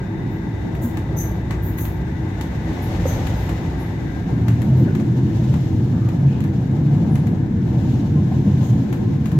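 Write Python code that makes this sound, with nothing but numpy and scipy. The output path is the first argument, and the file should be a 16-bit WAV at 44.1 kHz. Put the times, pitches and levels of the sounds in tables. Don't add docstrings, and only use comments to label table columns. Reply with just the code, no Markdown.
import sys
import numpy as np
from scipy import signal
from scipy.fft import rfft, irfft, next_fast_len
from scipy.io import wavfile
from scipy.ndimage import uniform_filter1d, map_coordinates

SR = 44100
rng = np.random.default_rng(int(sys.argv[2]) if len(sys.argv) > 2 else 0)


def pcm_store(signal):
    levels = np.round(np.clip(np.atleast_2d(signal), -1, 1) * 32767)
    wavfile.write(sys.argv[1], SR, levels.astype(np.int16).T)


N = 414082

# time_s, rough_share
TRACK_ROUGHNESS = [(4.15, 0.01), (4.5, 1)]
# time_s, roar_db, hiss_db
RAIL_LEVELS = [(0, -40, -58), (.45, -41, -57), (.9, -38, -56), (2.0, -41, -58), (4.1, -40.5, -56),
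               (4.8, -39, -53), (5.1, -39, -53), (5.55, -39.5, -50), (5.8, -41.5, -53), (6.15, -39, -54.5),
               (6.55, -41.5, -56.5), (7.05, -36, -53.5), (7.5, -42, -59), (7.9, -37.5, -49.5),
               (8.15, -39.5, -55.5), (8.65, -37.5, -50), (9.0, -40.5, -54.5), (9.39, -41, -54.5)]
# freq_hz, gain_db
ROAR_SPECTRUM = [(300, -25), (420, -0.5), (525, 2), (600, -1.5), (690, -3), (760, 0), (800, -1.5),
                 (915, -1.5), (980, -10), (1300, -14), (1700, -22), (2600, -30.5), (5000, -54.5)]


def amp(db):
    return 10 ** (np.asarray(db) / 20)


def unit(x):
    return x / np.sqrt(np.mean(x ** 2) + 1e-20)


def along(points, hz):
    freq_hz, values = np.transpose(points)
    return np.interp(np.log(hz + 1), np.log(freq_hz + 1), values)


def colour(points):
    return lambda hz: amp(along(points, hz)) / (1 + (hz / (2 * points[-1][0])) ** 4)


def clock():
    return np.arange(N) / SR


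def curves(rows):
    time_s, *columns = np.transpose(rows)
    return [np.interp(clock(), time_s, column) for column in columns]


def wobble(rate_hz):
    knots = rng.standard_normal(int(N * rate_hz / SR) + 4)
    return map_coordinates(knots, [np.arange(N) * rate_hz / SR])


def filtered(x, response):
    size = x.shape[-1]
    padded = next_fast_len(size + 8192)
    return irfft(rfft(x, padded) * response(np.fft.rfftfreq(padded, 1 / SR)), padded)[..., :size]


def noise(gain, size=N):
    # freq_hz, correlation
    likeness = [(60, 1), (160, 0.97), (250, 1), (330, 0.77), (450, 0.79), (740, 0.77), (1200, 0.087),
                (2500, 0)]

    def response(hz):
        angle = np.arccos(np.clip(along(likeness, hz), -1, 1)) / 2
        return gain(hz) * np.array([np.cos(angle), np.sin(angle)])
    mid, side = filtered(rng.standard_normal((2, size)), response)
    return np.array([mid + side, mid - side]) / np.std(mid)


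def steady(x, span_s):
    power = uniform_filter1d(x.mean(0) ** 2, max(int(span_s * SR), 2))
    return x / np.sqrt(np.abs(power) + 1e-6)


def add(out, start_s, sound):
    part = out[:, max(round(start_s * SR), 0):][:, :sound.shape[-1]]
    part += sound[..., :part.shape[1]]


def rough_share():
    return np.clip(curves(TRACK_ROUGHNESS)[0], 0, 1)


def passing(closest_s=3.145, width_s=0.43):
    return 1 / (1 + ((clock() - closest_s) / width_s) ** 2) ** 0.62


def cabin(x, t60_s=0.091, wet_db=-6):
    t = np.arange(SR // 6) / SR
    tail = rng.standard_normal((2, len(t))) * amp(-60 * t / t60_s)
    tail /= np.linalg.norm(tail[0])
    tail = filtered(tail, lambda hz: hz ** 2 / (hz ** 2 + 700 ** 2))
    wet = signal.fftconvolve(x, tail, axes=1)[:, :N]
    return (x + amp(wet_db) * wet) / np.hypot(1, amp(wet_db))


def whine(fade_s=0.14):
    # centre_hz, level_db, half_width_hz, start_s, end_s
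    tones = [(322, -37.5, 3, -1, 10), (268, -41, 3, 2.2, 4.3), (880, -48, 55, -1, 4),
             (1604, -56, 6, -1, 4.6), (1970, -54, 40, -1, 4.2), (3644, -65, 55, -1, 4.2),
             (1620, -56, 160, -1, 10), (345, -35, 20, 4.7, 5.5), (469, -47, 7, 4.5, 10),
             (1044, -55, 8, 8.05, 10), (208, -34, 3, 6.6, 8.8)]
    out, t = np.zeros((2, N)), clock()
    for centre_hz, level_db, half_width_hz, start_s, end_s in tones:
        fade = np.clip(np.minimum(t - start_s, end_s - t) / fade_s + .5, 0, 1)
        band = noise(lambda hz: 1 / (1 + ((hz - centre_hz) / half_width_hz) ** 2))
        out += amp(level_db) * fade * steady(band, span_s=0.48)
    return out


def squeaks(rise_s=0.024, t60_s=0.33, grain_db=1.0):
    # start_s, length_s, level_db, pitch_hz, spread_oct, lower_mode_db
    rubs = [(.29, .05, -61.5, 14600, .08, -22), (0.81, 0.042, -43, 13540, 0.35, -9),
            (1.162, 0.052, -36, 12320, 0.087, -2), (1.616, 0.071, -44.5, 13400, 0.14, -17),
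            (1.767, 0.067, -38, 12830, 0.2, -13), (2.809, 0.027, -47.5, 11500, .14, -20),
            (3.054, 0.051, -44.5, 12460, 0.095, 2.5), (3.35, .1, -56, 12360, .15, -13),
            (3.778, 0.057, -56.5, 11300, .15, -13), (4.755, 0.048, -57.5, 12860, .16, -16),
            (4.855, 0.026, -45, 1490, 0.089, -2.5), (5.93, 0.15, -50, 1185, .12, -22),
            (6.265, 0.13, -53.5, 2500, 0.16, -19), (7.09, 0.078, -59, 10800, 0.024, -21),
            (8.614, 0.074, -59.5, 12950, 0.13, 6.5)]
    # offset_spreads, gain_db
    skirts = [(-6, -45), (-2.5, -21), (-.8, -8), (0, 0), (1, -6), (3, -14), (9, -25), (18, -50)]
    # freq_hz, level_db
    squeal = [(6158, -42), (6315, -57), (6540, -50), (12185, -47), (12396, -48)]
    out, t = np.zeros((2, N)), np.arange(SR // 2) / SR
    strongest_db = max(rub[2] for rub in rubs)

    def mode(centre_hz, spread_oct):
        offset = lambda hz: np.log2((hz + 1) / centre_hz) / spread_oct
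        return noise(lambda hz: amp(np.interp(offset(hz), *np.transpose(skirts))), size=len(t))
    for start_s, length_s, level_db, pitch_hz, spread_oct, lower_mode_db in rubs:
        stroke = np.minimum(t / rise_s, 1) * amp(-60 * np.maximum(t - length_s, 0) / t60_s)
        slips = unit(uniform_filter1d(rng.standard_normal(len(t)), SR // 250))
        modes = mode(pitch_hz, spread_oct) + amp(lower_mode_db) * mode(pitch_hz / 2, spread_oct / 2)
        sound = amp(level_db + grain_db * slips) * modes
        if level_db == strongest_db:
            sound += sum(amp(db) * np.sin(2 * np.pi * (hz * t + rng.random((2, 1)))) for hz, db in squeal)
        add(out, start_s, stroke * sound)
    return out


def ticks(rise_s=.0012, crack_t60_s=0.026, cabin_t60_s=0.26, cabin_db=-13):
    # start_s, level_db, body_db, top_db
    snaps = [(0.7497, -41, 4, -10), (0.9707, -32, 1, -13), (1.5075, -29, 4, -18), (1.7844, -33, 0, -9),
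             (1.8514, -32, -1, -11), (2.4099, -28, -2, -15), (3.2685, -28, -2, -15), (3.4905, -32, 3, -14),
             (4.4817, -29, 2, -15), (4.6174, -34, 0, -10), (4.9501, -33, 2, -17), (4.998, -39, 3, -16),
             (5.5388, -35, 3, -16), (6.0871, -37, 2, -14), (6.4044, -37, 0, -14), (6.4383, -38, 2, -12),
             (7.1546, -33, 0, -16), (7.2689, -38, 2, -13), (8.9261, -32, 0, -13), (9.2569, -33, -1, -14),
             (9.3157, -38, 2, -12)]
    # freq_hz, gain_db
    body = [(400, -20), (720, 0), (1100, 1), (1400, -4), (1900, -1), (2600, -9), (4000, -35)]
    crack = [(1600, -16.5), (2700, 6), (4000, 2), (5200, -5), (6700, 0.5), (8200, -4.5), (9500, -20),
             (15000, -30)]
    top = [(8500, -32), (10000, -11.5), (11500, 3), (13500, -6), (15800, -7)]
    out, t = np.zeros((2, N)), np.arange(SR // 4) / SR
    decay = np.hypot(amp(-60 * t / crack_t60_s), amp(cabin_db - 60 * t / cabin_t60_s))
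    envelope = (1 - np.exp(-t / rise_s)) * decay
    band = lambda spectrum, db: amp(db) * steady(noise(colour(spectrum), size=len(t)), span_s=0.0027)
    for start_s, level_db, body_db, top_db in snaps:
        snap = band(body, body_db + 3) + band(crack, -4) + band(top, top_db + 5.5)
        add(out, start_s, amp(level_db) * envelope * snap)
    return out


def taps(rise_s=.001, t60_s=0.091, overtone_db=-10, gain_db=-4.5):
    # start_s, level_db, pitch_hz
    hits = [(4.461, -29, 867), (4.716, -28, 612), (4.804, -21.5, 504), (4.875, -23, 584),
            (5.394, -26.5, 640), (6.079, -26, 532), (7.774, -24.5, 573), (8.315, -22, 759),
            (8.475, -30, 580)]
    out, t = np.zeros((2, N)), np.arange(SR // 5) / SR
    envelope = (1 - np.exp(-t / rise_s)) * amp(-60 * t / t60_s)
    for start_s, level_db, pitch_hz in hits:
        phase = 2 * np.pi * pitch_hz * t
        ring = np.sin(phase) + amp(overtone_db) * np.sin(1.37 * phase)
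        add(out, start_s, amp(level_db + gain_db) * envelope * ring)
    return out


def jolts(rise_s=0.0049, t60_s=0.15):
    # start_s, level_db, pitch_hz
    thuds = [(.84, -11, 235), (3.035, -8, 84), (3.283, -10.5, 97), (4.809, -12.5, 290.9), (4.861, -17, 377),
             (5.248, -17, 293), (8.465, -3, 200)]
    out, t = np.zeros((2, N)), np.arange(SR // 3) / SR
    envelope = (1 - np.exp(-t / rise_s)) * amp(-60 * t / t60_s)
    for start_s, level_db, pitch_hz in thuds:
        add(out, start_s, amp(level_db) * envelope * np.sin(2 * np.pi * pitch_hz * t))
    return out


def knock(start_s=3.0545, level_db=-8, rise_s=.0013, echo_db=-27, echo_t60_s=.22):
    # freq_hz, level_db, t60_s
    modes = [(522, 0, .045), (748, -12, .045), (1244, -21, .04), (1986, -26, .03)]
    out, t = np.zeros((2, N)), np.arange(SR // 3) / SR
    ring = sum(amp(db - 60 * t / t60_s) * np.sin(2 * np.pi * hz * t) for hz, db, t60_s in modes)
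    echo = amp(echo_db - 60 * t / echo_t60_s) * noise(colour(ROAR_SPECTRUM), size=len(t))
    add(out, start_s, amp(level_db) * (1 - np.exp(-t / rise_s)) * (ring + echo))
    return out


def rush(air_smooth_db=-47.5, air_rough_db=-51.5, air_fade_s=1.5):
    # freq_hz, gain_db
    air_spectrum = [(700, -17.5), (1100, 0.5), (1340, -7.5), (1490, 0.5), (1620, -1), (1800, 1.5),
                    (1970, -0.5), (2130, -3.5), (2500, -8), (2900, -13.5), (3250, -23), (3620, -9.5),
                    (4400, -27), (9000, -36.5)]
    hiss_spectrum = [(1200, -13.5), (2500, 1), (3200, 2.5), (3800, 0), (4700, -3.5), (5600, -6), (6500, -3),
                     (8000, -11), (9200, -25), (10200, -17.5), (11500, -9.5), (13000, -16), (15800, -18.5)]
    roar_db, hiss_db = curves(RAIL_LEVELS)
    change_s = TRACK_ROUGHNESS[0][0]
    air_db = np.interp(clock(), [change_s, change_s + air_fade_s], [air_smooth_db, air_rough_db])

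    def both_trams(own_db, other_db, falloff=1):
        return np.hypot(amp(own_db), amp(other_db) * passing() ** falloff)
    judder = wobble(28)
    roar = both_trams(roar_db, other_db=-34) * amp(1.87 * judder) * noise(colour(ROAR_SPECTRUM))
    air = both_trams(air_db, other_db=-42.5) * amp(0.59 * wobble(9)) * noise(colour(air_spectrum))
    hiss_gain = both_trams(hiss_db, other_db=-46, falloff=1.23) * amp(.5 * judder + wobble(60))
    return roar + air + hiss_gain * noise(colour(hiss_spectrum))


def drone(throb_db=4.5, throb_rate_hz=18, wander_hz=6, wander_rate_hz=8):
    # time_s, level_db
    ripple_levels = [(4.2, -26), (4.5, -16.5), (4.75, -14.5), (4.98, -25.5), (5.17, -18.5), (5.55, -22),
                     (5.95, -21.5), (6.15, -16.5), (6.5, -22), (6.85, -20), (7.2, -19), (7.55, -30.5),
                     (7.8, -19), (8.1, -22), (8.7, -17.5), (9.05, -29), (9.39, -19.5)]
    # time_s, pitch_hz
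    ripple_pitches = [(4.3, 128), (4.8, 124), (5.7, 129), (6.2, 134), (7.1, 142), (7.7, 127), (8.35, 140),
                      (8.7, 124), (9.39, 140)]
    level_db, = curves(ripple_levels)
    pitch_hz, = curves(ripple_pitches)
    phase = 2 * np.pi * np.cumsum(pitch_hz + wander_hz * wobble(wander_rate_hz)) / SR
    note = amp(throb_db * wobble(throb_rate_hz)) * np.sin(phase)
    return rough_share() * amp(level_db) * steady(note[None], span_s=.35)


def rumble(body_smooth_db=-25, body_rough_db=-19, body_pass_db=-27, boom_lift_db=3, lumps_db=1.0):
    # freq_hz, gain_db
    smooth_boom = [(15, -26.5), (28, -19), (40, -19.5), (52, -5.5), (62, 3), (75, -6.5), (92, -2),
                   (110, -5), (150, -44)]
    rough_boom = [(15, -35), (28, -21), (42, -13), (60, -3.5), (78, 3), (92, 1), (110, -13.5), (150, -46)]
    smooth_body = [(70, -42), (97, -0.5), (112, 1), (130, -3.5), (170, -2.5), (205, -9), (240, -10),
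                   (270, -10), (295, -11.5), (335, -10.5), (400, -16.5), (520, -39), (800, -72)]
    rough_body = [(72, -29), (94, 1.5), (118, -0.5), (140, -3), (165, 1.5), (195, -6), (210, -0.5),
                  (232, -7), (250, -8), (272, -6), (302, -11), (335, -13), (362, -15), (398, -21.5),
                  (425, -25.5), (800, -56)]
    # time_s, boom_db
    floor_levels = [(0, -33), (1.6, -25), (2.8, -27.5), (3.15, -23), (3.65, -25.5), (3.9, -29), (4.5, -31),
                    (5.05, -39), (5.45, -29.5), (6.0, -34.5), (7.3, -36.5), (7.6, -31.5), (8.6, -35.5),
                    (9.39, -34.5)]
    boom_db, = curves(floor_levels)
    roar_db, _ = curves(RAIL_LEVELS)
    smooth, rough = np.sqrt(1 - rough_share()), np.sqrt(rough_share())
    shaking = lambda spectrum: steady(noise(colour(spectrum)), span_s=.25)
    boom = smooth * shaking(smooth_boom) + rough * amp(boom_lift_db) * shaking(rough_boom)
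    smooth_gain = np.hypot(amp(body_smooth_db), amp(body_pass_db) * passing())
    body = smooth * smooth_gain * shaking(smooth_body) + rough * amp(body_rough_db) * shaking(rough_body)
    swell_db = .5 * (roar_db - roar_db.mean()) + lumps_db * wobble(14)
    return amp(boom_db) * boom + amp(swell_db) * body


def scene():
    return rumble() + drone() + cabin(rush()) + whine() + ticks() + squeaks() + knock() + jolts() + taps()


def record(dry, top_hz=15830):
    # freq_hz, left_minus_right_db
    balance = [(200, 0), (330, 2), (520, -3.5), (780, 3.5), (1150, 6), (1800, 8), (2700, 2), (4200, -1.5),
               (6500, 3.5), (8300, -9.5), (9300, -5.5), (11000, 11), (13000, 4.5), (15500, -3.5)]

    def response(hz):
        pair = amp(np.outer([.5, -.5], along(balance, hz)))
        return pair / np.sqrt(np.mean(pair ** 2, axis=0)) * (hz < top_hz)
    return filtered(dry, response)


dry = scene()
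out = record(dry)
pcm_store(out)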